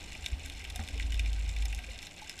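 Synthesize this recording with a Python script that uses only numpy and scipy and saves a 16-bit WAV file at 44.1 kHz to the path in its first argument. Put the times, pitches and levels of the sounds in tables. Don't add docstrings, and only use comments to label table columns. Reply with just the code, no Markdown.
import sys
import numpy as np
from scipy import signal
from scipy.fft import rfft, irfft
from scipy.io import wavfile

SR = 44100
rng = np.random.default_rng(int(sys.argv[2]) if len(sys.argv) > 2 else 0)


def transcribe(u):
    v = np.clip(np.atleast_2d(u).T, -1, 1)
    q = np.round(v * 32767).astype(np.int16)
    wavfile.write(sys.argv[1], SR, q)


N = 105840
TIME = np.arange(N) / SR


def from_db(db):
    return 10 ** (np.asarray(db) / 20)


def rms_one(x):
    return x / np.sqrt(np.mean(x ** 2) + 1e-20)


def in_time(rows):
    return np.interp(TIME, *np.transpose(rows))


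def at_hz(points, hz):
    f, value = np.transpose(points)
    return np.interp(np.log(hz + 1e-6), np.log(f), value)


def band_pass(x, edges_hz):
    return signal.sosfilt(signal.butter(2, edges_hz, "band", fs=SR, output="sos"), x)


def noise(spectrum):
    hz = np.arange(N // 2 + 1) * SR / N
    low_edge = hz ** 2 / (hz ** 2 + spectrum[0][0] ** 2 / 2)
    high_edge = 1 + (hz / (2 * spectrum[-1][0])) ** 2
    white = rfft(rng.standard_normal(N))
    return rms_one(irfft(white * from_db(at_hz(spectrum, hz)) * low_edge / high_edge, N))


def dying_noise(decay_s, size):
    cloud = rng.standard_normal(size) * np.exp(-np.arange(size) / (decay_s * SR))
    return cloud / np.linalg.norm(cloud)


def ring(force, hz, t60):
    radius = from_db(-60 / (t60 * SR))
    angle = 2 * np.pi * hz / SR
    feedback = [1, -2 * radius * np.cos(angle), radius * radius]
    return signal.lfilter([0, np.sin(angle)], feedback, force + 1e-18)


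def add(out, sound, s):
    start = int(s * SR)
    out[start:start + len(sound)] += sound[:N - start]


OWN_RING_DB, OWN_RING_WIDTH_HZ = 4.5, 350


def own_ring(x, hz):
    peak = signal.iirpeak(hz, hz / OWN_RING_WIDTH_HZ, fs=SR)
    return x + from_db(OWN_RING_DB) * signal.lfilter(*peak, x)


# f/Hz, level/dB, t60/s
HOUSING_MODES = [(1586, -7.5, 0.031), (1943, -6, 0.026), (2305, 3.5, 0.0071), (2770, -4.5, 0.015),
                 (2930, -9, 0.028), (3613, 0.5, 0.0089), (4270, -6.5, 0.0093), (5202, -2, 0.0081),
                 (6200, 1.5, 0.0027), (7500, 4.5, 0.0021), (10370, 5.5, 0.001), (13200, -9.5, 0.0049),
                 (790, -30, 0.041)]
SHELL_LEAK_DB = -16.5
SHELL_BAND_HZ = (1500, 14400)


def housing(force, colour):
    modes = np.zeros(len(force))
    for k, (hz, db, t60) in enumerate(HOUSING_MODES):
        sign = (-1) ** k
        modes += sign * from_db(db + at_hz(colour, hz)) * ring(force, hz, t60)
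    direct = from_db(SHELL_LEAK_DB + colour[-1][1]) * np.diff(force, prepend=0)
    return band_pass(modes - direct, SHELL_BAND_HZ)


# t/s, low, middle and high band level/dB (before SNAP_GAIN_DB),
# favoured resonance f/Hz, scattered sound against the direct click level/dB
NEAR_SNAPS = [(0.121,-44.5,-50.5,-56,2600,-8), (0.15,-41,-56,-57,2630,0), (0.2412,-45,-52,-55,3550,16),
              (0.2606,-37,-34,-44.5,3630,7), (0.2824,-63,-69,-52.5,7500,-9), (.4602,-51,-54,-46.5,3520,-5),
              (0.4985,-43,-49.5,-51,3380,-13), (0.6412,-45,-58,-53,2320,5), (0.6495,-41,-50,-66,3000,-14),
              (0.7,-46,-46.5,-48.5,3440,6), (0.7593,-42.5,-53,-40,3640,0), (0.8371,-52,-55,-56,2460,-10),
              (0.8763,-61,-45,-57,3490,-15), (.8866,-45.5,-46.5,-50,2680,-8), (0.9774,-52,-48,-64,2150,4),
              (0.9983,-35,-51,-54.5,2000,-25), (1.0253,-50,-44,-74,3720,-3),
              (1.1216,-40.5,-47,-50.5,2940,-2), (1.1433,-44.5,-45,-50.5,3440,-9),
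              (1.1937,-34,-39,-46,2680,8), (1.26,-41,-47,-59,2300,-8), (1.3307,-68,-44,-54.5,3000,-16),
              (1.4064,-49,-69,-76,2536,1), (1.4906,-61,-47.5,-55,7600,6), (1.5633,-44,-46.5,-57,2550,8),
              (1.6218,-44,-46.5,-52.5,2300,23), (1.6538,-43.5,-44.5,-44.5,5270,17),
              (1.7267,-39.5,-55,-53,2570,-1), (1.748,-68,-48,-46.5,6560,-12),
              (1.7891,-42.5,-68,-53,2680,-3), (1.841,-43.5,-61,-74,2500,2), (1.8881,-48,-67,-70,2450,15),
              (1.9577,-51,-53,-70,3506,-5), (1.9892,-48,-45.5,-66,4320,-6), (2.0278,-50,-46,-52.5,2330,-4),
              (2.0684,-49,-47.5,-52,3730,3), (2.2956,-41.5,-42.5,-44,5100,-25),
              (2.3906,-49,-46,-49.5,3760,-1)]
# lower edge f/Hz, upper edge f/Hz
SNAP_BANDS = [(1600, 3100), (3100, 6300), (6300, 19000)]
SNAP_GAIN_DB, SCATTER_DECAY_S = 24, 0.0038
PIER_TAIL_DB, PIER_TAIL_DECAY_S = -6.5, 0.018
SURFACE_ECHO_MEAN_S, SURFACE_ECHO_DB = 0.003, -8


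def near_snaps():
    out = np.zeros(N)
    for s, *band_db, ring_hz, scatter_db in NEAR_SNAPS:
        scatter = from_db(scatter_db) * dying_noise(SCATTER_DECAY_S, size=2400)
        pier_tail = from_db(PIER_TAIL_DB) * dying_noise(PIER_TAIL_DECAY_S, size=2400)
        force = scatter + pier_tail
        force[0] += 1
        echo_at = int(SURFACE_ECHO_MEAN_S * rng.uniform(.8, 1.2) * SR)
        force[echo_at] -= from_db(SURFACE_ECHO_DB + scatter_db)
        snap = own_ring(housing(force, [(ring_hz, 0)]), ring_hz)
        for k, (edges_hz, db) in enumerate(zip(SNAP_BANDS, band_db)):
            part = band_pass(snap, edges_hz) * (-1) ** k
            add(out, from_db(SNAP_GAIN_DB + db) * part / np.linalg.norm(part), s)
    return out


# f/Hz, level/dB
FAR_COLOUR = [(1600, -18), (2500, 7.5), (4000, -2.5), (8000, -8.5), (13000, -13.5)]
FAR_PER_S, FAR_DB = 380, -51.5
FAR_SPREAD_DB = 1
FAR_UNLIKE_DB, FAR_CLUMP_DB = 8, 1.25
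FAR_SCATTER_SCALE_S = 0.0022
FAR_RING_RANGE_HZ = (1990, 6500)


def far_snaps(count=12):
    out = np.zeros(N)
    for _ in range(count):
        size_db = FAR_SPREAD_DB * np.minimum(rng.exponential(1, N), 4)
        sizes = from_db(size_db) * rng.choice([-1, 1], N)
        clicks = sizes * (rng.random(N) < FAR_PER_S / count / SR)
        decay_s = FAR_SCATTER_SCALE_S * rng.uniform(0.058, 2.94)
        smeared = signal.fftconvolve(clicks, dying_noise(decay_s, size=600))[:N]
        ring_hz = np.exp(rng.uniform(*np.log(FAR_RING_RANGE_HZ)))
        colour = [(hz, db + FAR_UNLIKE_DB * rng.standard_normal()) for hz, db in FAR_COLOUR]
        out += rms_one(housing(own_ring(smeared, ring_hz), colour))
    bunching = from_db(FAR_CLUMP_DB * noise([(10, 16.0), (25, -6.5)]))
    return from_db(FAR_DB) * rms_one(out * bunching)


# t/s, level/dB
HUM_LEVEL = [(0, -55), (.6, -51), (.76, -43), (.89, -53.5), (.98, -38.5), (1.06, -32), (1.18, -29),
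             (1.5, -33.5), (1.54, -38.5), (1.59, -30.5), (1.65, -28), (1.7, -36), (1.77, -34),
             (1.84, -53.5), (1.91, -40), (2.0, -59.5), (2.15, -70), (2.4, -67)]
# t/s, f/Hz
HUM_PITCH = [(0, 49.93), (.8, 53.98), (1.08, 54.4), (1.25, 52.3), (1.7, 51.34), (2.4, 50.4)]
# multiple of the pitch, level/dB against the fundamental
HUM_PARTIALS = [(.5, -29), (1.5, -19)]
# f/Hz, level/dB per Hz
CHURN_SPECTRUM = [(15, -9), (27, -1), (45, -0.5), (60, -3.5), (78, 5), (95, -8.5), (125, -20), (250, -33)]
CHURN_OFFSET_DB, CHURN_FOLLOWS = -26, 0.48


def hum():
    db = in_time(HUM_LEVEL)
    phase = 2 * np.pi * np.cumsum(in_time(HUM_PITCH)) / SR
    tone = np.sin(phase)
    for multiple, partial_db in HUM_PARTIALS:
        wander = noise([(1, -1), (6, -14)])
        tone += from_db(partial_db) * np.sin(multiple * phase + wander)
    churning = from_db(CHURN_OFFSET_DB + CHURN_FOLLOWS * db) * noise(CHURN_SPECTRUM)
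    return from_db(db) * np.sqrt(2) * tone + churning


# t/s, level/dB
THUMPS = [(0.244, -38.5), (0.3365, -23.5), (0.455, -39), (0.74, -42), (0.945, -31.5)]
THUMP_HZ, THUMP_WIDTH_S = 62.5, 0.0094
THUMP_RING_HZ, THUMP_RING_DB, THUMP_RING_T60_S = 78.3, -15.5, 0.61


def thump():
    out = np.zeros(N)
    for s, db in THUMPS:
        t = TIME - s
        age = np.maximum(t, 0)
        push = -np.exp(-.5 * (t / THUMP_WIDTH_S) ** 2) * np.sin(2 * np.pi * THUMP_HZ * t)
        decay = from_db(THUMP_RING_DB - 60 * age / THUMP_RING_T60_S)
        tail = decay * np.sin(2 * np.pi * THUMP_RING_HZ * age)
        out += from_db(db) * (push + tail)
    return out


# t/s, bump level/dB, scuff level/dB (before the scuff's band limit)
KNOCK_CONTACTS = [(.794, -0.5, 2), (.807, -9.5, 1)]
# f/Hz, level/dB, t60/s
MOUNT_MODES = [(82.2, -31, .24), (163, -47, 0.12), (215.5, -41, 0.19), (446, -49.5, 0.019),
               (685, -43, 0.019), (765, -44, 0.039), (1480, -43.5, 0.011), (1810, -32.5, 0.0072)]
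SCUFF_BAND_HZ, SCUFF_DECAY_S = (355, 1140), 0.0097


def knock():
    bumps, scuff = np.zeros(N), np.zeros(N)
    for s, bump_db, scuff_db in KNOCK_CONTACTS:
        add(bumps, from_db([bump_db]), s)
        add(scuff, from_db(scuff_db) * dying_noise(SCUFF_DECAY_S, size=4000), s)
    force = bumps + band_pass(scuff, SCUFF_BAND_HZ)
    return sum(from_db(db) * ring(force, hz, t60) for hz, db, t60 in MOUNT_MODES)


# t/s, starting f/Hz, level/dB
SMALL_KNOCKS = [(.756, 715, -42), (.958, 439.6, -45.5), (1.652, 770, -45), (1.734, 780, -49),
                (1.791, 716, -45), (1.886, 513, -45), (2.220, 847, -40)]
SMALL_RISE_HZ_PER_S, SMALL_ATTACK_S, SMALL_T60_S = 730, .001, 0.081


def small_knocks():
    out = np.zeros(N)
    age = TIME[:SR // 4]
    envelope = (1 - np.exp(-age / SMALL_ATTACK_S)) * from_db(-60 * age / SMALL_T60_S)
    for s, hz, db in SMALL_KNOCKS:
        cycles = (hz + .5 * SMALL_RISE_HZ_PER_S * age) * age
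        add(out, from_db(db) * envelope * np.sin(2 * np.pi * cycles), s)
    return out


# f/Hz, level/dB per Hz
WATER_SPECTRUM = [(20, 14), (60, -12.5), (120, -3.5), (220, -5), (330, -8.5), (450, -12), (600, -11.5),
                  (760, -7.5), (1050, -17), (1400, -18), (2400, -12.5), (4700, -20), (8000, -23.5),
                  (14000, -35.5)]
# t/s, level/dB
WATER_LEVEL = [(0, -50), (.6, -52), (.8, -50.5), (1.1, -51.5), (1.7, -52), (2.4, -52.5)]
# t/s, level/dB
DRONE_LEVEL = [(0, -80), (.5, -59.5), (.78, -80), (.9, -56.5), (1.15, -59.5), (1.45, -71), (2.4, -80)]
DRONE_HZ, DRONE_WAVER_RAD = 274.5, .6


def background():
    waver = DRONE_WAVER_RAD * noise([(2, 11), (20, -5)])
    tone = np.sqrt(2) * np.sin(2 * np.pi * DRONE_HZ * TIME + waver)
    drone = from_db(in_time(DRONE_LEVEL)) * tone
    return from_db(in_time(WATER_LEVEL)) * noise(WATER_SPECTRUM) + drone


def scene():
    snaps = near_snaps() + far_snaps()
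    return (snaps + hum() + thump() + knock() + small_knocks() + background())[None]


CUTOFF_HZ = 15800


def record(dry):
    return signal.sosfilt(signal.cheby2(16, 60, CUTOFF_HZ, fs=SR, output="sos"), dry)


dry = scene()
out = record(dry)
transcribe(out)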